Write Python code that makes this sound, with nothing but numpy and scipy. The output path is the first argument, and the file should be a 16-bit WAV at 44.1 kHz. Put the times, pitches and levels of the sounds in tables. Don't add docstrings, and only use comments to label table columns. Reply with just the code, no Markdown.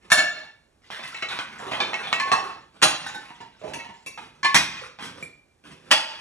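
import sys
import numpy as np
from scipy import signal
from scipy.fft import rfft, irfft, next_fast_len
from scipy.io import wavfile
from scipy.ndimage import uniform_filter1d, minimum_filter1d

SR = 44100
rng = np.random.default_rng(int(sys.argv[2]) if len(sys.argv) > 2 else 0)


def waveform_to_disk(signal):
    frames = np.transpose(np.atleast_2d(signal))
    scaled = np.clip(frames, -1, 1) * 32767
    samples = np.round(scaled).astype(np.int16)
    wavfile.write(sys.argv[1], SR, samples)


N = 273771
TAIL = 28800
T = np.arange(TAIL) / SR


def undb(db):
    return 10 ** (np.asarray(db) / 20)


def read(table, hz):
    points, values = np.transpose(table)
    return np.interp(np.log(hz + 1), np.log(points), values)


def bins(size):
    return np.maximum(np.arange(size // 2 + 1) * SR / size, 1)


def colour(x, table, tilt_db_per_octave=0):
    size = next_fast_len(x.shape[-1] // 2 + 1024) * 2
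    hz = bins(size)
    tilt_db = tilt_db_per_octave * np.log2(np.maximum(hz, 500) / 2000)
    cepstrum = irfft(np.log(undb(read(table, hz) + tilt_db)))
    cepstrum[0] /= 2
    response = np.exp(rfft(2 * cepstrum[:size // 2], size))
    return irfft(rfft(x, size) * response)[..., :x.shape[-1]]


def level(x, db, seconds):
    return x * (undb(db) * np.sqrt(2 * seconds * SR / np.sum(np.abs(x) ** 2)))


def fade(t60_s):
    return np.exp(-np.log(1000) * T / t60_s)


def add(out, x, start_s):
    i = int(start_s * SR)
    x = x[:, max(-i, 0):N - i]
    out[:, max(i, 0):max(i, 0) + x.shape[1]] += x


# (frequency [Hz], relative density [dB per Hz])
AIR = [(20, -19), (55, -1), (150, -6.5), (400, -11.5), (2000, -21), (6000, -28.5), (10000, -26.5),
       (14000, -42.5)]


def air():
    noise = rng.standard_normal(N) + .5 * rng.standard_normal((2, N))
    return level(colour(noise, AIR), -65, N / SR)


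# (frequency [Hz], t60 [s])
WALLS = [(100, 0.54), (400, 0.46), (1000, 0.42), (2500, 0.47), (5000, 0.45), (8000, 0.33), (13000, 0.27)]


def room(direct_db, direct_t60_s=0.016, early_db=-2, early_t60_s=0.098, build_s=0.0049, wide_hz=350, width=0.35):
    hz = bins(TAIL)
    wall_hz = np.array(WALLS)[:, 0]
    mid, side = rfft(rng.standard_normal((2, TAIL)))
    both = mid + width * hz / (hz + wide_hz) * side * np.array([[1], [-1]])
    tail = 0
    for band, (_, t60_s) in zip(np.eye(len(WALLS)), WALLS):
        share = np.interp(np.log(hz), np.log(wall_hz), band)
        tail = tail + irfft(both * share) * fade(t60_s)
    early = irfft(both)[:, ::-1] * fade(early_t60_s)
    build = 1 - np.exp(-(T / build_s) ** 2)
    scatter = rfft(rng.standard_normal(TAIL) * fade(direct_t60_s))
    direct = irfft(scatter / np.abs(scatter) ** .5) * fade(early_t60_s)
    path = level(direct * np.ones((2, 1)), direct_db, 1 / SR)
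    path = path + level(tail * build, 0, 1 / SR)
    return path + level(early * build, early_db, 1 / SR)


def splinters(x, ring_db=-4, t60_s=0.076, low_hz=2500, span_hz=8000, count=36):
    pitches_hz = low_hz + span_hz * rng.random((count, 1))
    ring = np.sum(np.sin(2 * np.pi * pitches_hz * T), axis=0) * fade(t60_s)
    ring = level(ring, ring_db, 1 / SR / 2)
    return x + signal.fftconvolve(x, ring[None], axes=1)[:, :x.shape[1]]


# (frequency [Hz], relative density [dB per Hz])
CRACK = [(60, -37.5), (200, -12), (400, -12), (650, -3.5), (1000, 6), (2000, -1.5), (3200, -1.5),
         (5000, -6.5), (7000, -12), (9500, -7.5), (11200, -4), (13000, -62.5)]


def crack(contacts, tilt_db_per_octave):
    return colour(splinters(contacts), CRACK, tilt_db_per_octave)


# (frequency [Hz], relative density [dB per Hz])
THUD = [(20, -43), (50, -13.5), (90, -6.5), (170, 0.5), (280, -1.5), (500, -4.5), (1000, -20.5),
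        (4000, -61.5)]


def thud(contacts):
    return colour(contacts, THUD)


def scuff(seconds, grit_db, centre_hz, weight_db, rate_hz=240, spread_db=6.0, octaves=.55, cycles=26,
          sand_db=-4, sand_tilt_db=0.7, size=2048):
    length = int(seconds * SR)
    pebbles, ticks = np.zeros((2, length + size))
    t = T[:size]
    for when, pitch, force in rng.random((int(rate_hz * seconds), 3)):
        i = int(when * length)
        gain = undb(-spread_db * np.log(0.045 + force))
        hz = np.clip(centre_hz * (pitch / (1 - pitch)) ** (octaves / 2), 100, SR / 6)
        decay = np.exp(-np.log(1000) * t * hz / cycles)
        pebbles[i:i + size] += gain * np.sin(2 * np.pi * hz * t) * decay * np.sqrt(hz)
        ticks[i] += gain * rng.choice([-1, 1])
    band = signal.butter(3, [centre_hz / 10, SR / 5], "band", fs=SR, output="sos")
    pebbles = signal.sosfilt(band, pebbles)
    path = room(direct_db=-3.5)
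    pebbles, ticks = (signal.fftconvolve(x[None], path, axes=1) for x in (pebbles, ticks))
    sand = crack(ticks, sand_tilt_db * np.log2(centre_hz / 2400))
    out = level(pebbles, grit_db, seconds) + level(sand, grit_db + sand_db, seconds)
    return out + level(thud(ticks), weight_db, seconds)


SOLE_SAND_DB = 5
# (time [s], grit level [dB], weight level [dB])
STEPS = [(4.176, -57.5, -55), (4.988, -44, -44.5), (5.635, -53.5, -50)]


def boots(step_hz=2203, tread_s=0.098, roll_s=.18, roll_db=-12):
    out = np.zeros((2, N))
    for start_s, grit_db, weight_db in STEPS:
        tread = scuff(tread_s, grit_db, step_hz, weight_db, sand_db=SOLE_SAND_DB)
        roll = scuff(roll_s, grit_db + roll_db, step_hz, weight_db + roll_db / 2, sand_db=SOLE_SAND_DB)
        add(out, tread, start_s)
        add(out, roll, start_s + tread_s)
    return out


FIRM_DB = -28.5
RAKE_WEIGHT_DB, RAKE_PRESS = -50.5, .4
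RAKE_HZ, RAKE_DEPTH_DB = 1500, 5
# (time [s], duration [s], grit level
# [dB], centre frequency [Hz])
RAKES = [(0.818, 0.075, -57.5, 3500), (0.904, 0.32, -40.5, 2206), (1.281, 0.12, -33.5, 2200),
         (1.449, 0.15, -46, 1500), (1.589, .1, -36.5, 1203), (1.69, 0.14, -33, 996),
         (1.841, 0.3, -38.5, 1283), (2.13, .16, -37, 1005), (2.348, .15, -35.5, 1100),
         (2.985, .33, -48, 2190), (3.31, .29, -58.5, 2520), (3.636, 0.068, -40, 643),
         (3.929, .1, -60, 5220)]


def rakes():
    out = np.zeros((2, N))
    for start_s, seconds, grit_db, centre_hz in RAKES:
        press_db = RAKE_PRESS * (grit_db - FIRM_DB)
        depth_db = RAKE_DEPTH_DB * np.log2(RAKE_HZ / centre_hz)
        add(out, scuff(seconds, grit_db, centre_hz, RAKE_WEIGHT_DB + press_db + depth_db), start_s)
    return out


def radiate(mode_hz, hz, soft_hz=8500):
    return hz ** 2 / (hz ** 2 + mode_hz ** 2) / (1 + (hz / soft_hz) ** 8)


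def exposure_db(rattle_s, top_db=2, slope_db=2.8):
    return top_db - slope_db * np.log2(max(rattle_s, .001) / .001)


PIECES = { "brick": [(624, -8, 0.13), (701, -7, 0.16), (1405, -9, 0.25), (1560, -19.5, .06),
          (1751.6, 6, 0.17), (1690, -3.5, .15), (2236, -0.5, 0.07), (2692, -7.5, 0.09), (2760, -4.5, 0.064),
          (3575, -8, .12), (4220, -4, 0.096), (5280, -17.5, 0.15), (7010, -8, 0.071)],
          "tile": [(1094, -2.5, 0.33), (1748, -6.5, 0.22), (2070, -11, 0.046), (2290, -13.5, .06),
          (2360, -17.5, 0.1), (3000, -15, 0.11), (4230, -15, 0.097), (5140, -26.5, 0.11), (6570, -30, .1)],
          "tile_flat": [(825, -19, .05), (900, -13, 0.11), (1091, -5, 0.086), (1660, -17.5, .07),
          (1790, -15.5, .07), (2630, -16.5, 0.12), (4140, -20, .09), (5500, -26.5, .1)],
          "slab": [(626, -1, 0.12), (797.5, 5.5, 0.064), (1180, -20.5, 0.043), (1530, -5, 0.058),
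          (1643, -6, 0.09), (2810, -1.5, 0.099), (3730, -29, .07), (3970, 3, .15), (4200, -24, 0.13),
          (6630, 2, 0.076), (8820, 1, 0.38)], "stone": [(880, -7, 0.026), (1147, 2, 0.039), (1950, 0, 0.11),
          (2110, 2, .05), (2495, 9, 0.02), (2296, -3, .06), (3210, -2, 0.044), (3508, -12, 0.038),
          (4770, -26, .05)], "block": [(645, 1, 0.11), (900, 3, 0.31), (1030, 2, 0.037), (1890, -26, 0.13),
          (1910, 5, 0.057), (2700, -5, 0.099), (2948, 8, 0.06), (3330, 6, 0.065), (3373, -6, 0.13),
          (4300, -5, .14), (4680, -5, 0.077), (4650, 1, 0.069)], "wedge": [(842, 3.5, 0.032),
          (1515, 6.5, 0.037), (1766, 0, 0.048), (3770, -1, 0.23), (6492, -33, .1)],
          "plate": [(745, -6, 0.1), (931.6, 7, 0.12), (1744, -7.5, 0.066), (1920, -8.5, .08),
          (2840, -6.5, 0.13), (5200, -32, 0.087)], "shard": [(890, -7, .03), (1337, -4.5, .03),
          (1908, 6, 0.047), (2201, 8, 0.071), (2623, 8.5, 0.057), (3960, -4, .05)],
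          "sliver": [(980, -12, 0.024), (1700, 1, .02), (2392, 9.5, 0.036), (3040, 4, 0.055),
          (3510, 8.5, 0.22), (4210, -1.5, 0.13)], "flake": [(1067, 1, 0.18), (2330, 7, .05),
          (2660, 12, 0.1), (5729, 1, .1), (6460, -4.5, .12)], "chip": [(2369, 9.5, 0.16), (7500, -6, 0.13),
          (9300, -7, 0.136)], "clod": [(436, -1, 0.054), (557, -8, 0.12), (620, 6.5, 0.037),
          (1010, -7, 0.024)]}


def blow(piece, crack_db, ring_db, thud_db, tilt_db_per_octave, rattle_s,
         rebound=0.41, clack=1.2, clack_t60_s=0.051, count=6):
    contacts = np.zeros(TAIL)
    contacts[0] = 1
    when = rng.random(count)
    late = (2 * when * rattle_s * SR).astype(int) + 1
    contacts[late] += rebound * rng.standard_normal(count) * np.exp(-when)
    heard = rfft(room(exposure_db(rattle_s))) * rfft(contacts)
    damped = clack * fade(clack_t60_s)
    ring = 0
    for hz, db, t60_s in PIECES[piece]:
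        mode = rfft(np.sin(2 * np.pi * hz * T) * (damped + fade(t60_s))) * radiate(hz, bins(TAIL))
        ring = ring + level(heard * mode, db, 1)
    contact = irfft(heard)
    out = level(crack(contact, tilt_db_per_octave), crack_db, .05)
    out = out + level(irfft(ring), ring_db, .05) + level(thud(contact), thud_db, .05)
    return out * np.minimum(10 * (T[-1] - T), 1)


BRIGHTEN = 0.19
EDGE_TILT = 0.2
SURFACES = {"brick": (-4, -25, 0.96), "tile": (-22.5, -29.5, 0.85), "tile_flat": (-12.5, -23, -2.9),
            "slab": (4.4, -14.5, -1.9), "stone": (7.27, -8, -1.1), "block": (1.9, -25.5, -2.4),
            "wedge": (-14.5, -16.5, 6.2), "plate": (-9.5, -10, 0), "shard": (-9, -28.5, -5),
            "sliver": (-2.3, -26.5, -7.5), "flake": (-2, -13, 7.2), "chip": (-5.5, -12, 8.5),
            "clod": (-11, -12.5, -1)}


def knock(piece, ring_db, rattle_s, edge_db=0):
    crack_db, thud_db, tilt = SURFACES[piece]
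    tilt = tilt + BRIGHTEN * (ring_db - FIRM_DB) + EDGE_TILT * edge_db
    return blow(piece, ring_db + crack_db + edge_db, ring_db, ring_db + thud_db, tilt, rattle_s)


# (time [s], piece, ring level [dB], mean rattle delay [s], extra edge crack [dB])
KNOCKS = [ (0.174, "brick", -9.5, .014, -5.5), (0.903, "stone", -54, 0.00077, 4),
          (.993, "sliver", -42.5, 0.0016, 1), (1.076, "flake", -51.5, .001, 7.5),
          (1.145, "shard", -35.5, 0.00095, -9), (1.224, "shard", -29, .001, 0),
          (1.303, "stone", -41, 0.019, -3.5), (1.389, "stone", -37, 0.0009, -4),
          (1.713, "stone", -35, 0.0087, -7.5), (1.803, "sliver", -24, 0.0038, -2.5),
          (1.933, "shard", -32, .001, 4), (1.942, "shard", -31, .001, -1), (2.03, "sliver", -35, 0.013, -7),
          (2.128, "shard", -22, 0.00073, 5.5), (2.199, "tile", -19.5, 0.00098, 3),
          (3.064, "wedge", -34, 0.0019, 4.5), (3.146, "wedge", -35, .003, 1),
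          (3.305, "plate", -45.5, 0.0013, -12), (3.404, "plate", -41, .008, 1),
          (3.615, "clod", -44.5, 0.0027, 3), (3.638, "clod", -36.5, .006, -6),
          (3.735, "plate", -37.5, 0.0021, 6), (3.737, "flake", -37, .003, -3),
          (3.790, "shard", -39, .008, -4.5), (3.847, "plate", -43, 0.0029, 2),
          (3.889, "plate", -43.5, .004, -1), (4.062, "flake", -38, 0.0038, -0.5),
          (4.176, "stone", -50, 0.0033, 4), (4.431, "tile", -22, 0.0028, 1),
          (4.447, "tile", -15, 0.0028, -2), (4.988, "stone", -48, 0.0054, -1.5),
          (5.042, "flake", -51.5, .005, 8.5), (5.226, "chip", -37, .001, -6)]


def knocks():
    out = np.zeros((2, N))
    for start_s, *settings in KNOCKS:
        add(out, knock(*settings), start_s)
    return out


SWING_S, SWING_DB, SWING_HZ, SWING_WEIGHT_DB = 0.11, -62, 1500, -58.5
GRAZE_DB, GRAZE_EDGE_DB = -26, 9
BOUNCE_DB, BOUNCE_EDGE_DB = -10, 2.5
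SETTLE_AFTER_S, SETTLE_S, SETTLE_HZ = .15, .17, 2160
SETTLE_DB, SETTLE_WEIGHT_DB = -36, -60.5
# (time [s], piece, ring level [dB], mean rattle delay [s], graze lead [s], bounce delay [s])
THROWS = [(0.118, "brick", -9.5, .003, .016, 0.019), (2.317, "tile_flat", -14, .005, 0.00065, .015),
          (2.825, "slab", -13.5, 0.0082, 0.0075, 0.015), (4.545, "stone", -15.5, .008, 0.00089, .011),
          (5.913, "block", -12.5, 0.0041, .005, 0.011)]


def throws():
    out = np.zeros((2, N))
    for start_s, piece, ring_db, rattle_s, graze_s, bounce_s in THROWS:
        swing = scuff(SWING_S, SWING_DB, SWING_HZ, SWING_WEIGHT_DB, sand_db=SOLE_SAND_DB)
        graze = knock(piece, ring_db + GRAZE_DB, graze_s / 2, GRAZE_EDGE_DB)
        landing = knock(piece, ring_db, rattle_s)
        bounce = knock(piece, ring_db + BOUNCE_DB, rattle_s, BOUNCE_EDGE_DB)
        crack_db = ring_db + SURFACES[piece][0]
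        settle = scuff(SETTLE_S, crack_db + SETTLE_DB, SETTLE_HZ, SETTLE_WEIGHT_DB)
        add(out, swing, start_s - SWING_S)
        add(out, graze, start_s - graze_s)
        add(out, landing, start_s)
        add(out, bounce, start_s + bounce_s)
        add(out, settle, start_s + SETTLE_AFTER_S)
    return out


def scene():
    return air() + boots() + rakes() + knocks() + throws()


# (frequency [Hz], left minus right [dB])
EARS = [(60, -2), (110, -1.5), (200, -4), (360, -8.5), (670, -10), (1220, -0.5), (2220, -0.5), (4050, -1.5),
        (7390, 0), (13500, 0)]
# (frequency [Hz], lead of the left port [rad])
PORT_PHASE = [(0, -3.5), (430, 1.5), (690, 1.45), (1720, 0.5), (3010, 2), (3790, 1.46), (4700, 2.32),
              (5860, 0.3), (11800, 4)]


def microphones(x, long_hz=500):
    size = 2 * next_fast_len(N // 2 + TAIL)
    hz = bins(size)
    gains = undb(read(EARS, hz) * np.array([[.5], [-.5]]))
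    short = 1 - np.exp(-(hz / long_hz) ** 4)
    lag_rad = short * np.interp(hz, *np.transpose(PORT_PHASE)) * np.array([[0], [1]])
    return irfft(rfft(x, size) * gains * np.exp(-1j * lag_rad))[:, :N]


def gain_control(x, threshold_db=-18, slope=0.53, hold_s=0.14, glide_s=0.017, size=220):
    power = uniform_filter1d(np.mean(x ** 2, axis=0), size)
    loud_db = 10 * np.log10(np.maximum(power, 1e-12))
    cut_db = -slope * np.maximum(loud_db - threshold_db, 0)
    half = int(hold_s * SR / 2)
    held_db = minimum_filter1d(cut_db, 2 * half + 1, origin=half, mode="constant")
    step = 1 / (glide_s * SR)
    return x * undb(signal.lfilter([step], [1, step - 1], held_db))


def record(dry, ceiling=1.05, top_hz=13800):
    x = ceiling * np.tanh(gain_control(microphones(dry)) / ceiling)
    return signal.sosfilt(signal.ellip(8, .2, 80, top_hz, fs=SR, output="sos"), x)


dry = scene()
out = record(dry)
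waveform_to_disk(out)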